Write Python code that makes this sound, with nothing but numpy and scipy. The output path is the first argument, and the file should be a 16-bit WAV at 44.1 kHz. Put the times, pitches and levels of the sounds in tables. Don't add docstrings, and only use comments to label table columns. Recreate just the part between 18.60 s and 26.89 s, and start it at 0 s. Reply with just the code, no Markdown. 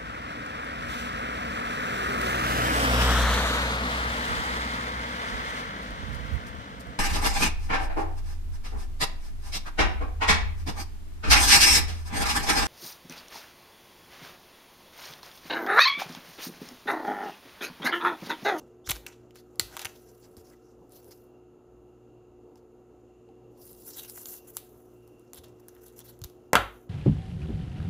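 import sys
import numpy as np
from scipy import signal
from scipy.fft import rfft, irfft, next_fast_len
from scipy.io import wavfile
from scipy.ndimage import uniform_filter1d

SR = 44100
rng = np.random.default_rng(int(sys.argv[2]) if len(sys.argv) > 2 else 0)


def ratio_of_db(decibels):
    return 10 ** (np.asarray(decibels, float) / 20)


def master_out(mix):
    frames = np.transpose(np.atleast_2d(mix))
    ceiling = np.clip(frames, -1, 1)
    pcm = np.round(ceiling * 32767).astype(np.int16)
    wavfile.write(sys.argv[1], SR, pcm)


N = 365677


def read(points, hz):
    f, value = np.transpose(points)
    return np.interp(np.log(hz + 1), np.log(f + 1), value)


def evened(x):
    return x / np.sqrt(np.mean(x ** 2) + 1e-20)


def add(mix, s, sound):
    part = mix[round(s * SR):][:len(sound)]
    part += sound[:len(part)]


def band(x, lo_hz, hi_hz, order=3):
    return signal.sosfilt(signal.butter(order, [lo_hz, hi_hz], "bandpass", fs=SR, output="sos"), x)


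def shaped(x, gain):
    size = next_fast_len(N)
    return irfft(rfft(x, size) * gain(np.fft.rfftfreq(size, 1 / SR)), size)[..., :N]


def drift(seconds):
    step = max(int(seconds * SR / 8), 1)
    coarse = rng.standard_normal(N // step + 2)
    for _ in range(2):
        coarse = uniform_filter1d(coarse, size=8)
    return np.interp(np.arange(N) / step, np.arange(len(coarse)), evened(coarse))


# (t/s, level/dB)
MOTOR_LOAD = [(0, 5), (.7, -3.5), (1.0, 1.5), (2.2, -1.5), (2.8, 5), (3.1, -3), (3.6, 3), (4.2, -2.5),
              (4.6, 5.5), (5.1, 0.5), (5.8, 15.5), (6.2, -11), (6.4, 8.5), (6.6, 9), (6.7, 1), (6.9, 5.5),
              (7.1, 5), (7.4, 2.5), (7.6, -11), (7.87, 1.5), (8.29, -4.5)]


def motor_load():
    return np.interp(np.arange(N) / SR, *np.transpose(MOTOR_LOAD))


# (f/Hz, spectral level/dB)
AIR = [(15, -56.5), (25, -13.5), (114, -8.5), (170, -10.5), (309, -5.5), (440, -7), (1160, -23.5),
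       (2110, -63.5), (2760, -45.5), (4870, -49.5), (6740, -59.5), (14800, -47.5), (16000, -48)]
# (f/Hz, width/Hz, level/dB)
AIR_PEAKS = [(1316, 90, -79.5), (2780, 230, -91), (2760, 70, -87.5), (6750, 660, -88), (749, 12, -77.5),
             (299.2, 31, -70), (444, 22, -68.5), (12765, 3800, -92.5)]


def appliance_air(load_db):
    noise = evened(shaped(rng.standard_normal(N), lambda f: ratio_of_db(read(AIR, f))))
    out = ratio_of_db(-61 + 1.8 * drift(0.064)) * noise
    for hz, width, db in AIR_PEAKS:
        fuzz = band(rng.standard_normal(N), hz - width / 2, hz + width / 2, order=1)
        follows_motor = width < 150 and hz > 2000
        out += ratio_of_db(db + 1.4 * drift(0.31) + load_db * follows_motor) * evened(fuzz)
    return out


# (f/Hz, rms level/dB)
HUM = [(59.2, -70.5), (118.4, -67), (242.2, -70), (306.8, -75), (360.7, -58.5), (452.2, -70.5),
       (500.6, -75), (737.5, -79.5)]
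# (f/Hz, rms level/dB)
WHINE = [(2729, -96.5), (6584, -92), (6939, -100), (7058, -99)]


def appliance_tones(load_db):
    t = np.arange(N) / SR
    out = np.zeros(N)
    for hz, db in HUM + WHINE:
        steady = abs(hz - 360) < 8
        sway_db = (0.9 if steady or hz > 2000 else 2.6) * drift(0.12)
        if 2000 < hz < 3500:
            sway_db = sway_db + load_db + 3.9 * drift(0.028)
        wander = (0.15 if steady else 1.1) * drift(0.15 if hz < 2000 else 0.008)
        phase = 2 * np.pi * (hz * t + rng.random()) + wander
        out += np.sqrt(2) * ratio_of_db(db + sway_db) * np.sin(phase)
    return out


def appliance():
    load_db = motor_load()
    return appliance_air(load_db) + appliance_tones(load_db)


# (f/Hz, spectral level/dB)
FILM = [(380, -29.5), (650, 1.5), (873, -8), (1470, -6.5), (2390, -15), (3760, -10.5), (5780, -3),
        (6790, -5), (8410, -8.5), (9880, -3), (15400, 3), (16000, -4)]
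# (low f/Hz, high f/Hz)
BANDS = [(7800, 16200), (3100, 7800), (600, 3100)]


def film_slips():
    grain_db = 1.5 * np.minimum(rng.exponential(1, N), 11) + 2.0 * drift(0.0055)
    slips = rng.standard_normal(N) * ratio_of_db(grain_db)
    hz, _, z = signal.stft(slips, SR, nperseg=256)
    patches = rng.standard_normal(z.shape)
    for axis in (0, 0, 1, 1)[::2]:
        patches = uniform_filter1d(patches, size=9, axis=axis)
    colour = ratio_of_db(read(FILM, hz)[:, None] + 2.5 * evened(patches))
    slips = signal.istft(z * colour, SR, nperseg=256)[1][:N]
    return np.array([evened(band(slips, lo, hi)) for lo, hi in BANDS])


# (t/s, pressure level/dB, brightness from speed/dB)
STROKES = [
    [(0.0, -73, -9.5), (.288, -106, 3.5), (.412, -74, -14.5), (.528, -73.5, -17), (.784, -92, -1.5),
     (1.046, -75.5, 2), (1.136, -57, -3.5), (1.3, -62, -2.5)],
    [(1.3, -66, -1.5), (1.408, -70, 3), (1.776, -78.5, 6), (1.888, -77, -1.5), (2.13, -90.5, -1),
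     (2.34, -79.5, 0), (2.468, -72, 7), (2.644, -82.5, 8), (2.8, -96, -8)],
    [(4.9, -88.5, 1.5), (5.024, -70, 0), (5.168, -70, 10), (5.354, -55, 0.5), (5.468, -75.5, 17.5),
     (5.66, -60.5, 9), (5.785, -58.5, 8), (5.8, -68, -4), (5.84, -80, -7)],
    [(5.84, -73, 7), (5.91, -76.5, 7.5), (6.046, -74, 11), (6.19, -78.5, 9), (6.4, -82.5, 5.5),
     (6.836, -79.5, -5.5), (6.9, -76, -8.5)],
    [(6.9, -80, -3.5), (7.312, -79.5, 6), (7.514, -82, -8), (7.592, -79, 2), (7.738, -84.5, -1.5),
     (7.9, -84.5, 0)],
]
STROKE_DRAG_DB = [2, -5.5, -11.5, -2.5, 1.5]


def hand_strokes(layers):
    t = np.arange(N) / SR
    level = np.zeros((3, N))
    for rows, drag_db in zip(STROKES, STROKE_DRAG_DB):
        at, press_db, bright_db = np.transpose(rows)
        level += ratio_of_db([np.interp(t, at, press_db + lift_db, left=-200, right=-200)
                      for lift_db in (bright_db, 0, drag_db)])
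    return (uniform_filter1d(level, size=600) * layers).sum(0)


# (t/s, length/s, level/dB, f/Hz)
SQUEAKS = [
    (.241, .018, -65, 3450),
    (.255, .016, -58, 3600),
    (5.37, 0.03, -55, 3800),
    (5.0, 0.14, -77, 4900),
    (2.475, .065, -74, 5000),
    (.464, 0.0085, -42, 2500),
]


def squeaks(layers):
    out = np.zeros(N)
    for s, length, db, hz in SQUEAKS:
        grains = layers[1:, round(s * SR):][:, :int(length * SR)].sum(0)
        tone = evened(band(grains, 0.95 * hz, 1.05 * hz, order=2))
        add(out, s, ratio_of_db(db) * np.sqrt(np.hanning(len(grains))) * tone)
    return out


# (t/s, length/s, level/dB,
# brightness/dB, fold f/Hz)
FILM_CATCHES = [(0.245, 0.06, -56, -8, 5470), (0.285, 0.034, -38.5, -1, 3300), (0.259, 0.021, -52, -8, 4400),
                (0.34, 0.025, -50.5, -10, 3080), (0.45, 0.061, -64, -9, 2620),
                (0.743, 0.056, -62.5, -3.5, 4170), (1.195, 0.035, -48.5, -7, 3596),
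                (1.247, 0.013, -41.5, -21, 3190), (1.463, 0.036, -68, -17, 5550),
                (1.616, 0.041, -63.5, -10.5, 4700), (1.767, 0.042, -66.5, -2, 5170),
                (1.83, 0.068, -68, -1.5, 5200), (1.905, 0.035, -66.5, -6, 2000), (2.015, 0.11, -78, -6, 5476),
                (2.303, 0.08, -67, 7.5, 4310), (2.503, 0.029, -59, -0.5, 4940), (0.466, 0.02, -52.5, -13, 8000),
                (0.52, .02, -64.5, -13, 3500), (0.457, 0.0061, -77, -20, 2500),
                (3.957, 0.033, -74.5, -3.5, 5000), (1.349, 0.016, -66, 0, 3520),
                (4.976, 0.13, -70.5, 13, 4840), (5.245, 0.054, -66, 15.5, 4930), (5.359, 0.041, -49, 6, 3600),
           (5.417, 0.02, -72, 16, 6000), (5.272, .03, -71, 14, 6000), (5.6, 0.034, -72, 9, 6000),
           (5.409, 0.051, -57, 2, 2850), (5.476, 0.027, -54, 5, 4730), (5.507, 0.11, -59.5, 7.5, 6900),
           (5.65, 0.078, -60, 11, 7390), (5.733, 0.049, -68, 8, 6480), (5.44, 0.0098, -66, -5, 3500),
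           (5.871, 0.03, -62, 11.5, 6950), (5.932, 0.056, -63, 9, 7350), (6.747, 0.039, -57, 3, 3445),
           (6.833, 0.016, -56, -2.5, 3660), (6.996, 0.0097, -74, 9, 5512), (7.081, 0.013, -63.5, -8, 6520),
           (7.21, 0.054, -74.5, 11, 6460), (7.358, 0.041, -64, 9.5, 6400), (7.438, 0.033, -63.5, 8.5, 3860),
           (7.477, 0.03, -59.5, 5.5, 4070), (7.638, 0.0066, -61.5, 6, 4830),
           (8.022, 0.36, -78.5, 8.5, 6500), (7.096, 0.17, -80, -10, 1800), (7.251, 0.044, -71, 0.5, 3530),
           (7.3, 0.047, -85, -8, 1700), (7.385, 0.033, -62, -13, 3580), (7.428, 0.054, -79, -6, 1700),
           (7.502, 0.035, -73.5, -4, 3400), (6.85, 0.041, -72.5, -7, 2930)]


def film_catches(layers):
    out = np.zeros(N)
    for s, length, scrape_db, bright_db, fold_hz in FILM_CATCHES:
        drag_db = scrape_db - 7 - np.log2(fold_hz / 3100)
        start = max(s - 0.056 * length, 0)
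        fizz, scrape, drag = layers[:, round(start * SR):][:, :int(1.4 * length * SR)]
        fold = evened(band(scrape + drag, fold_hz * 0.888, fold_hz * 1.1, order=1))
        u = np.linspace(0, 1, len(fizz))
        press = np.sin(np.pi / 2 * np.minimum(u / 0.45, 1)) ** 1.25
        release = np.sin(np.pi / 2 * np.minimum((1 - u) / 0.4, 1))
        rub = ratio_of_db(scrape_db + bright_db) * fizz
        rub = rub + ratio_of_db(scrape_db) * (0.5 * scrape + 0.69 * fold) + ratio_of_db(drag_db) * drag
        add(out, start, press * release * rub)
    return out


# (t/s, level/dB, brightness/dB, weight/dB, panel
# f/Hz)
SNAPS = [(.2748, -30, -8, -2, 930), (.2906, -28.5, 10, -4, 5700), (.2929, -22, -5.5, -10, 3820),
         (.2956, -21, 4, -3, 2420), (.2982, -16, -1, -7, 3580), (.3042, -29.5, 11, 3, 3020),
         (.3083, -29, 20.5, -2, 2270), (.3133, -19, -1.5, -1, 2320), (.3164, -17, -1, -7.5, 3550),
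         (.3225, -40, 14, 0, 3000), (.3599, -32, -7.5, -10, 5070), (.3657, -42, 11, 4, 4410),
         (.4653, -35.5, 12.5, 7.5, 2620), (.4683, -31, -27, -15, 2450), (.5295, -55, -20, 4, 3450),
         (.7082, -50.5, -3, 3.5, 3020), (.7572, -43.5, 6, -4, 1400), (.7615, -45.5, -3, -1, 5350),
         (0.9966, -5, -2, -15, 4290), (7.326, -62, 12, -10, 6470), (0.998, -28.5, 10, 8, 2000),
        (1.002, -23, 4, -10, 7300), (1.0127, -30, 0, -3, 6540), (1.1677, -32, 11, -8, 1010),
        (1.1679, -40.5, 16, 16, 3640), (1.174, -29, -5, -1, 3420), (1.1939, -25, 2.5, -2.5, 2780),
        (1.1972, -30, -11, -5.5, 3880), (1.2163, -31, 3, -2.5, 2220), (1.219, -30.5, 1, -6, 4400),
        (1.2484, -29, 10.5, 2, 5670), (1.2537, -21, -19, -2.5, 2580), (1.256, -27, 6, 2, 2220),
        (1.2681, -39, -3, 9, 2780), (4.689, -63.5, -7.5, 3, 4900), (5.577, -42.5, -12, 5, 890),
        (7.1657, -61, 11, 10.5, 1770), (5.6573, -27, -6, -15, 6900), (5.9688, -19.5, 7.5, -11, 7360),
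        (6.7335, -32.5, 4.5, -8.5, 7000), (3.957, -47, -4.5, -8, 5100), (2.522, -53, -2, -1, 1300)]
# (t/s, level/dB, brightness/dB)
CREASES = [(0.9576, -53, 8), (1.768, -41, -1), (1.7723, -60, 21), (2.2951, -63.5, 15),
           (2.4445, -56.5, 12.5), (2.4690, -63, 9), (2.51, -45, 2), (5.1304, -50, 13), (5.1494, -50, -2.5),
           (5.308, -42, 4.5), (6.884, -64, 14), (5.498, -35.5, 12), (5.6168, -52, 22.5), (5.974, -44, 19),
           (5.9833, -51.5, 14.5), (0.3543, -50, 12), (5.0257, -63, 8), (5.279, -52, 12), (2.3065, -58, -6),
           (2.3214, -56, 14), (5.391, -46, 10), (5.733, -50, 14)]
# (t/s, level/dB, brightness/dB)
TICKS = [(6.4772, -51.5, 9.5), (6.596, -56.5, 11.5), (6.7453, -43.5, 11), (6.7489, -45, 11),
         (6.7583, -40, -4), (6.787, -40.5, -8), (7.0842, -39.5, 11.5), (7.089, -52, 8), (7.1507, -50.5, 8),
         (7.268, -51.5, 11.5), (7.283, -52, 14.5), (7.3914, -39, 9), (7.404, -40, 8), (7.5911, -54.5, 12),
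         (7.6166, -33.5, -2), (7.6391, -27.5, 1), (7.6441, -25.5, 3), (7.699, -46, 3.5)]
PANEL = (1, 1.72, 2.27)


def crackle():
    t, out = np.arange(500) / SR, np.zeros((2, N))
    clicks = SNAPS
    clicks = clicks + [(*row, -12.5, 4930) for row in CREASES]
    clicks = clicks + [(*row, -9, 0) for row in TICKS]
    step = 1. * (np.arange(500) == 4)
    for s, crack_db, bright_db, body_db, hz in clicks:
        spit = rng.standard_normal(500)
        rattle = 0.06 * spit * np.exp(-t / 0.0025)
        lifts_db, fades_ms, walls_db = (bright_db, 0, body_db), (0.4, 0.55, 0.9), (-3.5, -1.5, 1.5)
        for lift_db, (lo, hi), fade_ms, wall_db in zip(lifts_db, BANDS, fades_ms, walls_db):
            db = crack_db + lift_db
            fade = np.exp(-1000 * t / fade_ms)
            rings = [hz * k for k in PANEL if max(lo, 1000) < hz * k < min(hi, 10500)]
            ring = 0.8 * sum((hz / f) ** 0.77 * np.sin(2 * np.pi * f * t) for f in rings)
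            burst = band(0.74 * step + (0.6 * spit + ring) * fade + rattle, lo, hi, order=2)
            add(out[0], s, ratio_of_db(db) * burst / abs(burst).max())
            spread = band(step + 0.16 * ring * fade, lo, hi, order=1)
            add(out[1], s, ratio_of_db(db + wall_db) * spread / abs(spread).max())
    return out


# (t/s, peak level/dB,
# f/Hz, t60/s)
THUMPS = [(.276, -33, 66, 0.089), (0.301, -19, 101.4, 0.027), (0.323, -36, 53.7, 0.31),
          (.29, -33.5, 315, 0.049), (0.9959, -16, 300, 0.01), (1.01, -40, 99.7, 0.17),
          (1.031, -45.5, 51.8, 0.26), (1.25, -40, 94, 0.085), (1.774, -44.5, 88, 0.15),
          (1.77, -44, 222, 0.053), (3.957, -50, 880, 0.032), (4.689, -47, 780, .04),
          (5.419, -45, 440, 0.07), (5.53, -45, 450, 0.06), (5.575, -39, 640, 0.02),
          (6.779, -49.5, 80, 0.32), (7.616, -29.5, 105, 0.078), (7.648, -24, 75.4, 0.0314),
          (7.933, -31, 203, 0.17), (7.94, -18, 560, 0.065), (7.934, -30, 1700, 0.079),
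          (7.954, -33, 97, 0.35), (7.96, -32, 52.1, 0.47), (7.971, -45, 124.5, 0.18),
          (7.955, -24, 741, .17), (7.955, -22, 1335, .2), (7.955, -32, 1640, .17), (7.955, -36.5, 690, .2),
          (7.955, -40, 3360, .2)]


def table():
    t, out = np.arange(20000) / SR, np.zeros(N)
    onset = 1 - np.exp(-t / 0.0034)
    for s, db, hz, t60 in THUMPS:
        add(out, s, -ratio_of_db(db - 60 * t / t60) * np.sin(2 * np.pi * hz * t) * onset)
    return band(out, 32, 9000, order=2)


# (t/s, length/s, level/dB, start f/Hz, end f/Hz)
WHISTLE = (5.103, .024, -50, 14000, 11000)


def whistle():
    out = np.zeros(N)
    s, length, db, from_hz, to_hz = WHISTLE
    glide_hz = np.linspace(from_hz, to_hz, int(length * SR))
    tone = np.sin(2 * np.pi * np.cumsum(glide_hz) / SR)
    add(out, s, ratio_of_db(db) * np.hanning(len(glide_hz)) * tone)
    return out


# (t/s, blow level/dB, tick level/dB, contact/ms, pitch factor)
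KNOCKS = [
    (7.9324, -3.5, -8.5, 0.376, 0.51),
    (7.954, -2, -10, 0.321, 1.01),
    (7.9648, -15.5, -26, 0.537, 1),
    (7.9384, -17.5, -29.5, .35, 0.86),
    (7.957, -11, -28, 0.12, 2.3),
    (7.968, -15, -24.5, 0.227, 1.2),
]
# (f/Hz, level/dB, t60/s)
HOLDER = [(511, -12, 0.013), (808, -19.5, 0.028), (1084, -3.5, 0.0198), (1338, 0, 0.028), (1570, -4, 0.013),
          (2010, -13.5, 0.063), (2630, -9.5, 0.025), (3400, -0.5, 0.011), (3850, -6.5, 0.013),
          (4420, -13, 0.016)]


def holder():
    t, out = np.arange(6000) / SR, np.zeros((2, N))
    short = t[:600]
    impulse = 1. * (short == 0)
    for s, blow_db, tick_db, contact_ms, pitch in KNOCKS:
        force = np.hanning(int(contact_ms * SR / 1000) + 3)
        spits = (0.5 * rng.standard_normal(600) + 1.3 * impulse, 2.5 * impulse)
        for path, blur, edge_db, spit in zip(out, (1, 3.5), (0, -4), spits):
            modes = sum(ratio_of_db(db - 60 * blur * t / t60) * np.cos(2 * np.pi * hz * pitch * t)
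                        for hz, db, t60 in HOLDER)
            body = signal.fftconvolve(modes, force)
            tick = band(spit * np.exp(-short / 0.00095), 2500, 13000, order=1)
            add(path, s, -ratio_of_db(blow_db) * body / abs(body).max())
            add(path, s, ratio_of_db(tick_db + edge_db) * tick / abs(tick).max())
    return out


# (f/Hz, t60/s)
ROOM = [(100, 0.32), (500, 0.32), (1500, 0.33), (4000, 0.33), (6500, .27), (9000, .26), (15000, 0.39)]
# (f/Hz, level/dB)
WALLS = [(500, 0.5), (2000, -1.5), (3800, 1), (5300, -4), (6800, 0.5), (8300, -2.5), (10000, 0.5),
         (15000, -1)]
# (t/s, level/dB)
ECHOES = [
    (.005, -20.5),
    (0.0146, -18),
]


def room(x):
    taps = rng.choice([-1., 1.], SR // 2) * (np.arange(SR // 2) > 70)
    hz, t, z = signal.stft(taps, SR, nperseg=256)
    early = 1 + 2.4 * np.exp(-t / 0.004996)
    even = z / np.sqrt(abs(z) + 1e-9)
    decay_db = read(WALLS, hz)[:, None] - 60 * t / read(ROOM, hz)[:, None]
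    tail = signal.istft(even * early * ratio_of_db(decay_db), SR, nperseg=256)[1]
    tail = tail / np.linalg.norm(tail)
    for s, db in ECHOES:
        add(tail, s, ratio_of_db(db) * np.hanning(5))
    return signal.fftconvolve(x, tail)[:N]


def scene():
    layers = film_slips()
    rubs = hand_strokes(layers) + squeaks(layers) + film_catches(layers) + whistle()
    snaps, snaps_to_walls = crackle()
    knocks, knocks_to_walls = holder()
    mix = appliance() + rubs + snaps + table() + knocks
    mix += room(ratio_of_db(-7.5) * snaps_to_walls + ratio_of_db(0.7) * knocks_to_walls + ratio_of_db(-9.5) * rubs)
    return np.array([mix, mix])


def roll_off(x):
    return signal.sosfilt(signal.butter(12, 16840, fs=SR, output="sos"), x)


# (f/Hz, left-right level/dB)
PORTS = [(5500, 0), (6300, -3), (7300, -9), (8200, 9), (9300, 4), (10400, 1.5), (11200, 1.5)]
# (f/Hz, level/dB)
MIC = [(7000, 1), (8500, -0.5), (11300, 2.5), (13500, -1.5), (15500, -2.5), (15800, -31), (16500, -35.5),
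       (16750, -91)]


def record(dry):
    sides = np.array([[1], [-1]])

    def response(f):
        tilt = np.tanh(read(PORTS, f) * np.log(10) / 20)
        return np.sqrt(1 + tilt * sides) * ratio_of_db(read(MIC, f))

    def self_noise(f):
        hiss = ratio_of_db(-87.0) * (f > 5400) * (f < 15600)
        rumble = ratio_of_db(-61.0) * (f > 35) / (1 + (f / 140) ** 3)
        return hiss + rumble

    noise = shaped(rng.standard_normal(N) * sides, self_noise)
    finished = shaped(np.clip(dry, -0.82, 0.82), response) + noise
    return roll_off(finished)


dry = scene()
out = record(dry)
master_out(out)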